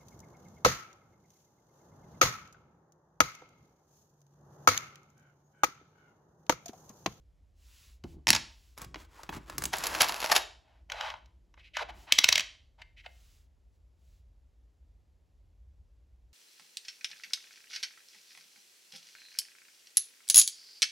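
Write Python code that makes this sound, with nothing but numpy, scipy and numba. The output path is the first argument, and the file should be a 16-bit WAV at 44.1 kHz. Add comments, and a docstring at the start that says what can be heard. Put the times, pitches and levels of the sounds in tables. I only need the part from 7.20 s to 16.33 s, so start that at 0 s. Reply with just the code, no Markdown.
"""A wooden table in a small room, the stereo microphone close by. Fingers brush, then a coin drops
on a plastic bag full of coins and bounces. A hand crackles into the bag and rakes some out: rims
grind, coins clack together and the table top booms dully. One coin scrapes across the wood and is
tipped over; it wobbles to rest in ever faster, duller beats. As it is picked up, something on the
table rings faintly."""
import sys
import numpy as np
from scipy import signal
from scipy.fft import rfft, irfft, next_fast_len
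from scipy.io import wavfile
from scipy.ndimage import map_coordinates
from numba import njit

SR = 44100
rng = np.random.default_rng(int(sys.argv[2]) if len(sys.argv) > 2 else 0)


def bounce(signal):
    """Save signal as a 16-bit WAV file at the path given by the first command-line argument."""
    frames = np.transpose(np.atleast_2d(signal))
    limited = np.clip(frames, -1, 1)
    pcm = np.round(limited * 32767).astype(np.int16)
    wavfile.write(sys.argv[1], SR, pcm)


N = 402633
TIME = np.arange(N) / SR
SIZE = 8192   # samples in one impulse response
BINS_HZ = np.arange(SIZE // 2 + 1) * SR / SIZE + 1

# Levels in all tables are relative; each source adds its own gain.
# Blows. Each row: start in seconds, level in dB, brightness in dB per octave, t60 in seconds.
DROP_BOUNCES = [(1.07, -9, -1, 0.012), (1.081, -11.5, -0.5, 0.0063), (1.087, -6.5, 0, 0.037),
                (1.104, 0, 3.5, 0.0075), (1.1305, -9, 1, 0.011), (1.134, -11.5, -2.5, .012),
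                (1.149, -10, -1, 0.039), (1.162, -13, -3.5, 0.025)]   # a coin landing on the bag
PILE_KNOCKS = [(2.535, -11, -4, .035), (2.637, -14, 2.5, 0.041), (2.656, -20.5, 3, .022),
               (2.667, -13, 6, .029), (2.748, -15, -2, 0.027), (2.808, -3, -3, 0.011),
               (2.811, -6, 1.5, .05), (2.817, -2.5, 2.5, 0.014), (2.828, -9, -4.5, .04),
               (2.842, -13.5, -1, .025), (2.884, -17, 4.5, 0.036), (2.893, -14.5, -1, .019),
               (2.963, -25, 0.5, .02), (3.002, -20, 2, 0.019), (3.026, -17, -4, .015),
               (3.043, -13.5, -5, 0.022), (3.097, -14.5, -4.5, .047), (3.116, -2.5, -0.5, 0.03606),
               (3.124, -8, -1.5, .015), (3.151, -9.5, 2, 0.071), (3.162, -2.5, -0.5, .022),
               (3.176, -16.5, 0, .018)]   # the loudest knocks between coins
# Creases of the bag snap over. Each row: start in seconds, level in dB, brightness in dB per octave.
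CREASE_SNAPS = [(1.577, -28.5, -3.5), (1.583, -30.5, 2), (1.617, -25, 1), (1.646, -32, -2),
                (2.033, -28, -3.5), (2.298, -22.5, -3.5), (2.3815, -12.5, 1.5), (2.421, -18, -0.5),
                (2.438, -12.5, 1.5), (2.4545, -11.5, 2.5), (2.568, -23.5, 8), (2.584, -18.5, 3.5)]
# Hand and bag drag on the table. Each row: start in seconds, length in seconds, level in dB.
TABLE_DRAGS = [(0.84, 0.2, -55.5), (1.57, .3, -60), (2.08, 0.16, -55), (2.27, 0.28, -52.5),
               (2.55, .4, -59.5), (3.2, 1.5, -76.5), (4.6, 0.3474, -65.5)]
# Resonances. Each row: frequency in Hz, width in Hz, lift in dB.
COIN_MODES = [(624, 70, 8), (940, 220, 5), (1510, 62, 6), (2130, 290, 3), (2580, 98, 5.5), (3037, 300, 8),
              (3350, 31, 5.5), (3922, 330, 6.5), (4060, 100.2, 0), (4970, 150, 2), (5900, 500, 2)]   # one coin lying on the wood
PILE_MODES = [(660, 110, 4.5), (890, 81, 3.5), (1650, 300, 1.5), (2020, 81, 0.5), (2590, 170, 3),
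              (4430, 180, 4), (5100, 120, 4.5), (5660, 320, 2.5)]   # coins pressed together
# Broad spectra of the pile and the wobbling coin. Each row: frequency in Hz, level in dB.
PILE_SPECTRUM = [(120, -38.5), (200, -17.5), (330, -21.5), (660, -3.5), (1200, -3), (3400, -1.5),
                 (7100, -6.5), (9000, -17), (11000, -6), (16000, -25)]
WOBBLE_SPECTRUM = [(88, -57.5), (150, -28), (240, -23), (350, -26.5), (640, -15.5), (1340, -14), (2300, -3),
                   (3100, -5.5), (5700, -4.5), (8000, -16), (12000, -21.5), (16000, -26.5)]


def from_db(db):
    """Decibels to gain."""
    return 10 ** (np.asarray(db) / 20)


def unit(x):
    """Scale to an energy of one."""
    return x / np.sqrt(np.sum(x ** 2) + 1e-20)


def at_hz(points, hz=BINS_HZ):
    """Read a table on a log-frequency axis."""
    points = np.array(points)
    return np.interp(np.log(hz), np.log(points[:, 0]), points[:, 1])


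def body(spectrum, modes=()):
    """Response in dB: a broad spectrum with resonance peaks on it."""
    peaks = sum(db / (1 + (2 * (BINS_HZ - hz) / width) ** 2) for hz, width, db in modes)
    return at_hz(spectrum) + peaks


def impulse(response_db):
    """The causal, minimum-phase ring that has this response."""
    cepstrum = irfft(np.log(from_db(response_db)))
    cepstrum[1:SIZE // 2] *= 2
    cepstrum[SIZE // 2 + 1:] = 0
    return irfft(np.exp(rfft(cepstrum)))


def through(x, ring):
    """Play a sound through an impulse response."""
    return signal.oaconvolve(x, ring)[:len(x)]


def grains(per_s, spread_db):
    """Random tiny slips of uneven size, at most one a sample; rms one."""
    sizes = from_db(spread_db * np.minimum(rng.exponential(1, N), 4)) * rng.choice([-1, 1], N)
    return unit(sizes * (rng.random(N) < per_s / SR)) * np.sqrt(N)


def friction(response_db, per_s, spread_db):
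    """A steady stream of tiny slips rings a body; rms about one."""
    return through(grains(per_s, spread_db), unit(impulse(response_db)))


@njit
def moving_highpass(x, hz, damping):
    """A resonant high-pass whose corner follows a curve."""
    out, low, band = np.zeros(len(x)), 0., 0.
    for i in range(len(x)):
        step = 2 * np.sin(np.pi * hz[i] / SR)
        low += step * band
        out[i] = x[i] - low - damping * band
        band += step * out[i]
    return out


def stroke(start_s, length_s, peak_at=.5, sharpness=1):
    """Gain of one movement: it speeds up, peaks at a share of its length and slows to rest."""
    gain = np.zeros(N)
    moving = slice(*np.searchsorted(TIME, [start_s, start_s + length_s]))
    phase = np.interp((TIME[moving] - start_s) / length_s, [0, peak_at, 1], [0, np.pi / 2, np.pi])
    gain[moving] = np.sin(phase) ** sharpness
    return gain


def strokes(rows, peak_at, sharpness):
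    """Gain of a series of movements of one shape."""
    return sum(from_db(db) * stroke(s, length, peak_at, sharpness) for s, length, db in rows)


def surges(events, lead_s, fade_s):
    """Gain that swells toward each blow and dies away after it."""
    gain, age = np.zeros(N), (np.arange(2 * SIZE) - SIZE) / SR
    shape = np.exp(-np.maximum(-age / lead_s, age / fade_s))
    for s, db, *_ in events:
        near = slice(int(s * SR) - SIZE, int(s * SR) + SIZE)
        gain[near] = np.maximum(gain[near], from_db(db) * shape)
    return gain


def with_decay(events, t60, by_db=0):
    """Give blows one decay time and shift their level."""
    return [(s, db + by_db, brightness, t60) for s, db, brightness, *_ in events]


def blows(events, response_db, rise_s, gain_db, tilt_from_hz=1000, scatter_db=-23, scatter_t60=.096):
    """Each blow is a brief chatter of contacts that rings the body; close surfaces scatter it back."""
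    out, age = np.zeros(N + SIZE), np.arange(SIZE) / SR
    octaves = np.log2(np.clip(BINS_HZ, tilt_from_hz, 12000) / tilt_from_hz)
    scattered = from_db(scatter_db - 60 * age / scatter_t60)
    for s, db, brightness, t60 in events:
        dying = from_db(-60 * np.maximum(age - rise_s, 0) / t60)
        chatter = rng.standard_normal(SIZE) * np.minimum(age / rise_s, 1) * np.hypot(dying, scattered)
        ring = through(chatter, impulse(response_db + brightness * octaves))
        at = int(s * SR)
        out[at:at + SIZE] += from_db(db + gain_db) * unit(ring)
    return out[:N]


def room_tone(rumble_db=-60, swing_db=1.6, changes_per_s=4, shake_db=4, air_db=-80, split_hz=250):
    """A slowly wandering rumble, swelling when the table is handled, under faint steady air."""
    # The quiet room. Each row: frequency in Hz, level in dB.
    spectrum = [(22, -45), (31, -22.5), (42, -0.5), (62, 3.5), (77, -5), (113, -16.5), (142, -23),
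                (222, -36.5), (350, -42), (560, -44), (1330, -56), (2200, -56.5), (7100, -61.5),
                (12500, -65.5), (16000, -76)]
    noise = through(rng.standard_normal(N + SIZE), impulse(body(spectrum)))
    crossover = [signal.butter(4, split_hz, kind, fs=SR, output="sos") for kind in ("low", "high")]
    rumble, air = (unit(signal.sosfilt(sos, noise)[SIZE:]) for sos in crossover)
    wander = map_coordinates(rng.standard_normal(128), [TIME * changes_per_s], order=1, mode="wrap")
    shake = from_db(shake_db) * strokes(TABLE_DRAGS, peak_at=.48, sharpness=.98)
    swell = np.hypot(from_db(rumble_db + swing_db * wander), shake)
    return np.sqrt(N) * (rumble * swell + air * from_db(air_db))


def room_reverb(x, wet_db=-8, first_echo_s=.0046):
    """The near walls leave a short tail that dies band by band."""
    # Reverberation time. Each row: frequency in Hz, t60 in seconds.
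    decay_times = [(200, 0.33), (550, 0.41), (1400, 0.35), (3700, 0.42), (9700, .34), (16000, 0.13)]
    # What the walls send back. Each row: frequency in Hz, level in dB.
    wall_return = [(100, -2), (400, -5), (1000, -4), (3000, -7), (6000, -9), (10000, -9), (16000, -8.5)]
    age = np.arange(SR * 3 // 4) / SR
    edges_hz = np.geomspace(60, 18000, 10)
    tail = 0
    for low, high in zip(edges_hz, edges_hz[1:]):
        bandpass = signal.butter(3, [low, high], "band", fs=SR, output="sos")
        band = signal.sosfilt(bandpass, rng.standard_normal(len(age)))
        tail = tail + band * from_db(-60 * age / at_hz(decay_times, np.sqrt(low * high)))
    echoes = through(unit(tail * (age > first_echo_s)), impulse(body(wall_return)))
    return from_db(wet_db) * through(x, echoes)


def fingers(gain_db=-1):
    """Dry skin brushes over skin and metal with a soft, smooth hiss."""
    # Finger movements. 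Each row: start in seconds, length in seconds, level in dB.
    brushes = [(0.34, 0.46, -61.5), (0.83, 0.14, -67), (1.2, 0.42, -69), (1.76, 0.084, -61),
               (4.72, 0.17, -62.5), (5.77, 0.52, -67.5), (6.51, .08, -83), (6.74, 0.31, -76)]
    # Skin hiss. Each row: frequency in Hz, level in dB.
    spectrum = [(500, -31), (1000, -10), (1800, -8), (2700, -3), (7300, -4.5), (9000, -6.5), (16000, -10.5)]
    hiss = friction(body(spectrum), per_s=SR, spread_db=4)
    return from_db(gain_db) * hiss * strokes(brushes, peak_at=.6, sharpness=1.2)


def table_top(boom_t60=.061):
    """The board answers bumps, dragging and the blows above it with a dull boom."""
    # Bag and hand bump it. Each row: start in seconds, level in dB, brightness in dB per octave.
    thumps = [(0.840, -30.5, 1), (0.965, -43, -4), (1.615, -41.5, -3), (1.66, -41.5, -9), (1.755, -39, 5),
              (2.089, -32.5, 6), (2.127, -46.5, 2), (2.165, -33.5, 1), (2.536, -42.5, 5.5),
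              (2.81, -39, 2.5)]
    # The boom. Each row: frequency in Hz, level in dB.
    spectrum = [(40, -16), (80, -1.5), (140, -3.5), (250, -6), (350, -4), (480, -21), (900, -24.5),
                (3000, -66.5)]
    # Bending of the board. Each row: frequency in Hz, width in Hz, lift in dB.
    bending_modes = [(153, 16, 3.5), (227, 13, 4.5), (350, 71, 1.5)]
    board = body(spectrum, bending_modes)
    dragging = strokes(TABLE_DRAGS, peak_at=.48, sharpness=.8) * friction(board, per_s=500, spread_db=3)
    bumps = []
    for events, by_db in (thumps, 0), (DROP_BOUNCES, -25), (CREASE_SNAPS, -25), (wobble_beats(), -43):
        bumps += with_decay(events, boom_t60, by_db)
    return dragging + blows(bumps, board, rise_s=.0044, gain_db=20, tilt_from_hz=100)


def plastic_bag():
    """The plastic crackles finely, and now and then a crease snaps."""
    # Fingers push into the bag. Each row: start in seconds, length in seconds, level in dB.
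    pushes = [(1.565, 0.1, -50), (1.75, 0.12, -58.5), (1.88, 0.22, -57.5), (2.11, 0.08, -45.5),
              (2.19, .08, -66.5), (2.255, .12, -52), (2.35, .17, -52), (2.52, 0.47, -40), (2.93, .27, -54)]
    # Spectra of the plastic. Each row: frequency in Hz, level in dB.
    crackle_spectrum = [(120, -37.5), (200, -9.5), (340, -2.5), (700, -7), (1000, 1), (2500, -9),
                        (5500, -14.5), (7200, -15), (11000, -18.5), (16000, -22)]
    snap_spectrum = [(240, -31.5), (400, -12.5), (1200, -8), (3200, -13), (5100, -9.5), (10400, -10.5),
                     (16000, -19)]
    crackle = friction(body(crackle_spectrum), per_s=4200, spread_db=4.4)
    snaps = blows(with_decay(CREASE_SNAPS, t60=.022), body(snap_spectrum), rise_s=.00024, gain_db=8)
    return crackle * strokes(pushes, peak_at=.55, sharpness=.9) + snaps


def lifted_coin():
    """A fingertip tips the coin off the wood, and something on the table rings faintly."""
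    # Finger touches. Each row: start in seconds, level in dB, brightness in dB per octave.
    lifts = [(4.375, -50, -18), (4.394, -51.5, -2), (5.616, -37, -0.5), (5.860, -35, -3.5)]
    # The click of the lift. Each row: frequency in Hz, level in dB.
    spectrum = [(300, -39), (650, -14), (1200, -17), (2200, -1), (3200, -6), (4000, -7.5), (5500, -19),
                (16000, -42)]
    # A faint lasting ring from something on the table. Each row: frequency and width in Hz, lift in dB.
    modes = [(2110, 10, 8.5), (2322, 14, 1), (3020, 90, 7)]
    return blows(with_decay(lifts, t60=.029), body(spectrum, modes), rise_s=.00246, gain_db=16.5)


def tapped_coins():
    """Single coins tap lightly; lying flat or held, they are damped at once."""
    # Light contacts. Each row: start in seconds, level in dB, brightness in dB per octave.
    taps = [(0.838, -39, 5), (1.7435, -28.5, 0.5), (1.757, -32.5, -1.5), (1.992, -37, -29),
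            (2.091, -25, -0.5), (2.1265, -29, -10), (3.699, -27, 2), (3.719, -21.5, 3.5), (3.809, -21, 2),
            (3.901, -27.5, 0), (3.939, -28, -5.5), (4.058, -53.5, 6), (4.34, -48.5, -1.5),
            (4.568, -17, 1.5), (4.592, -25.5, -2.5)]
    # A tap. Each row: frequency in Hz, level in dB.
    spectrum = [(180, -49.5), (300, -23), (900, -0.5), (2000, -0.5), (3000, -6.5), (6600, -13),
                (9000, -32.5), (12000, -28), (16000, -39)]
    return blows(with_decay(taps, t60=.018), body(spectrum, COIN_MODES), rise_s=.0012, gain_db=13.5)


def coin_motion(flat_hz=2800, open_hz=570):
    """Gain of a moving coin and pitch of the gap under it: steady in a slide, falling in a tilt."""
    # Slides and rolls. Each row: start in seconds, length in seconds, level in dB, gap pitch in Hz.
    slides = [(3.411, 0.23, -66, 750), (3.689, 0.11, -43, 750), (3.755, .185, -35, 861.6),
              (3.91, 0.094, -54, 900), (4.365, 0.066, -60, 2200), (4.422, 0.078, -57, 2250),
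              (4.64, .28, -60.5, 800), (4.684, 0.029, -40.5, 800), (4.867, 0.056, -46, 907.5),
              (4.906, 0.039, -41.5, 2206), (4.926, .2, -45.5, 1900), (5.07, .16, -40, 1600),
              (5.578, .05, -56.5, 852), (5.763, 0.06, -53.5, 2130)]
    # The coin is levered up on its rim. Each row: start in seconds, length in seconds, level in dB.
    tilts = [(4.533, .104, -33), (5.833, .037, -51.5)]
    moves = [(from_db(db) * stroke(s, length), hz) for s, length, db, hz in slides]
    for s, length, db in tilts:
        opened = np.clip((TIME - s) / length, 0, 1)
        gain = from_db(db) * stroke(s, length, peak_at=.9, sharpness=1.05)
        moves.append((gain, flat_hz * (open_hz / flat_hz) ** opened))
    level = sum(gain for gain, hz in moves)
    gap_hz = sum(gain * hz for gain, hz in moves) / (level + 1e-12)
    return level, np.maximum(gap_hz, open_hz)


def sliding_coin(gain_db=-1):
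    """Slips on the wood grain ring the coin and the gap under it; little passes below the gap's pitch."""
    # Metal scraping on wood. Each row: frequency in Hz, level in dB.
    spectrum = [(200, -4.5), (500, 8), (1000, -1.5), (2000, 1.5), (3200, -3.5), (5000, -7.5), (7000, -18),
                (11000, -23.5), (16000, -36)]
    level, gap_hz = coin_motion()
    slips = moving_highpass(grains(per_s=5600, spread_db=2), gap_hz, damping=.3)
    slips = moving_highpass(slips, .65 * gap_hz, damping=1.3)
    scrape = np.sqrt(N) * unit(through(slips, impulse(body(spectrum, COIN_MODES))))
    return from_db(gain_db) * level * scrape


def raked_pile(start_s=2.53, end_s=3.19, ramp_s=.012, grind_db=-2, clink_db=-3):
    """Milled rims grind over the table, and sparser small clinks pass between the coins."""
    # Grinding rims. Each row: frequency in Hz, level in dB.
    spectrum = [(88, -51.5), (150, -16.5), (400, -8.5), (900, 2.5), (1100, -0.5), (6000, -15.5),
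                (9000, -19.5), (10600, -10), (16000, -26.5)]
    grinding = friction(body(spectrum, PILE_MODES), per_s=3900, spread_db=.5)
    clinks = friction(body(PILE_SPECTRUM, PILE_MODES), per_s=220, spread_db=4)
    # One slightly growing pull drags the pile; every knock shoves it on for a moment.
    pull = np.interp(TIME, [start_s, start_s + ramp_s, end_s - ramp_s, end_s], [0, 1, from_db(2.5), 0])
    shoves = surges(PILE_KNOCKS, lead_s=.005, fade_s=.018)
    effort = np.hypot(from_db(-43.5) * pull, from_db(-20.5) * shoves)
    return effort * (from_db(grind_db) * grinding + from_db(clink_db) * clinks)


def wobble_beats(start_s=4.9215, gap_s=.0648, gap_kept=.92, gap_loss_s=.0046, count=9):
    """A tipped coin beats ever faster. Each row: start in seconds, level in dB, dB per octave."""
    beats, s = [], start_s
    for done in np.linspace(0, 1, count):
        db = -.5 - 17 * done ** 2.2   # the strength holds, then collapses
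        brightness = 1.6 - 2.52 * done
        beats.append((s, db, brightness))
        s += gap_s
        gap_s = gap_kept * gap_s - gap_loss_s
    return beats


def rolling_rim(gain_db=-20):
    """The wobbling coin rolls on its rim, swelling toward each beat after the first."""
    swell = surges(wobble_beats()[1:], lead_s=.0025, fade_s=.0022)
    rolling = friction(body(WOBBLE_SPECTRUM, COIN_MODES), per_s=10000, spread_db=1.5)
    return from_db(gain_db) * swell * rolling


def wobbling_coin():
    """The rim strikes the wood again and again as the coin settles on its face."""
    beats = with_decay(wobble_beats(), t60=.014)
    return blows(beats, body(WOBBLE_SPECTRUM, COIN_MODES), rise_s=.0019, gain_db=12)


def clacking_pile():
    """Coins knock together in the raked pile and are damped at once."""
    return blows(PILE_KNOCKS, body(PILE_SPECTRUM, PILE_MODES), rise_s=.0016, gain_db=9.5)


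def dropped_coin():
    """A coin lands on the bag and bounces, briefly ringing the pile inside."""
    # The impact. Each row: frequency in Hz, level in dB.
    spectrum = [(240, -25), (400, -18.5), (504, -17.5), (920, -4), (1270, -7.5), (2550, -1), (3470, -2),
                (5600, -1), (7600, -7.5), (12000, -14), (16000, -26.5)]
    return blows(DROP_BOUNCES, body(spectrum, PILE_MODES), rise_s=.00023, gain_db=12)


def scene(scatter_t60=.053):
    """The coins are close and straight ahead of the microphone; scattered sound widens the mids."""
    # Stereo width. Each row: frequency in Hz, gain of the side signal in dB.
    width = [(40, -21.5), (150, -13), (350, -8), (700, -4.5), (1400, -3.5), (2200, -13.5), (6000, -24.5),
             (11000, -16)]
    hits = dropped_coin() + clacking_pile() + wobbling_coin() + tapped_coins() + lifted_coin()
    direct = hits + rolling_rim() + table_top() + plastic_bag() + raked_pile() + sliding_coin()
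    direct += fingers()
    mid = direct + room_reverb(direct) + room_tone()
    scatter = unit(rng.standard_normal(SIZE) * from_db(-60 * TIME[:SIZE] / scatter_t60))
    diffuse = from_db(-4) * through(direct, scatter) + from_db(.5) * room_reverb(direct) + room_tone()
    side = through(diffuse, impulse(body(width)))
    return np.array([mid + side, mid - side])


def record(dry, lag_from_hz=7080, lag_to_hz=15600, hz_per_turn=4260, ceiling=.88, cutoff_hz=16000):
    """The microphone's left port is louder in the mids and lags in the treble; peaks and top are cut."""
    # Balance of the ports. Each row: frequency in Hz, left over right in dB.
    balance = [(150, 0), (600, 0.5), (1200, 2.5), (2200, -0.5)]
    size = next_fast_len(N + SIZE)
    hz = np.arange(size // 2 + 1) * SR / size
    sides = np.array([[1], [-1]])
    lag = 2 * np.pi * (np.clip(hz, lag_from_hz, lag_to_hz) - lag_from_hz) / hz_per_turn
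    response = from_db(.5 * sides * at_hz(balance, hz + 1)) * np.exp(-.5j * lag * sides)
    ports = irfft(rfft(dry, size) * response, size)[:, :N]
    lowpass = signal.ellip(10, .2, 80, cutoff_hz, fs=SR, output="sos")
    return signal.sosfilt(lowpass, np.clip(ports, -ceiling, ceiling))


dry = scene()
out = record(dry)
bounce(out)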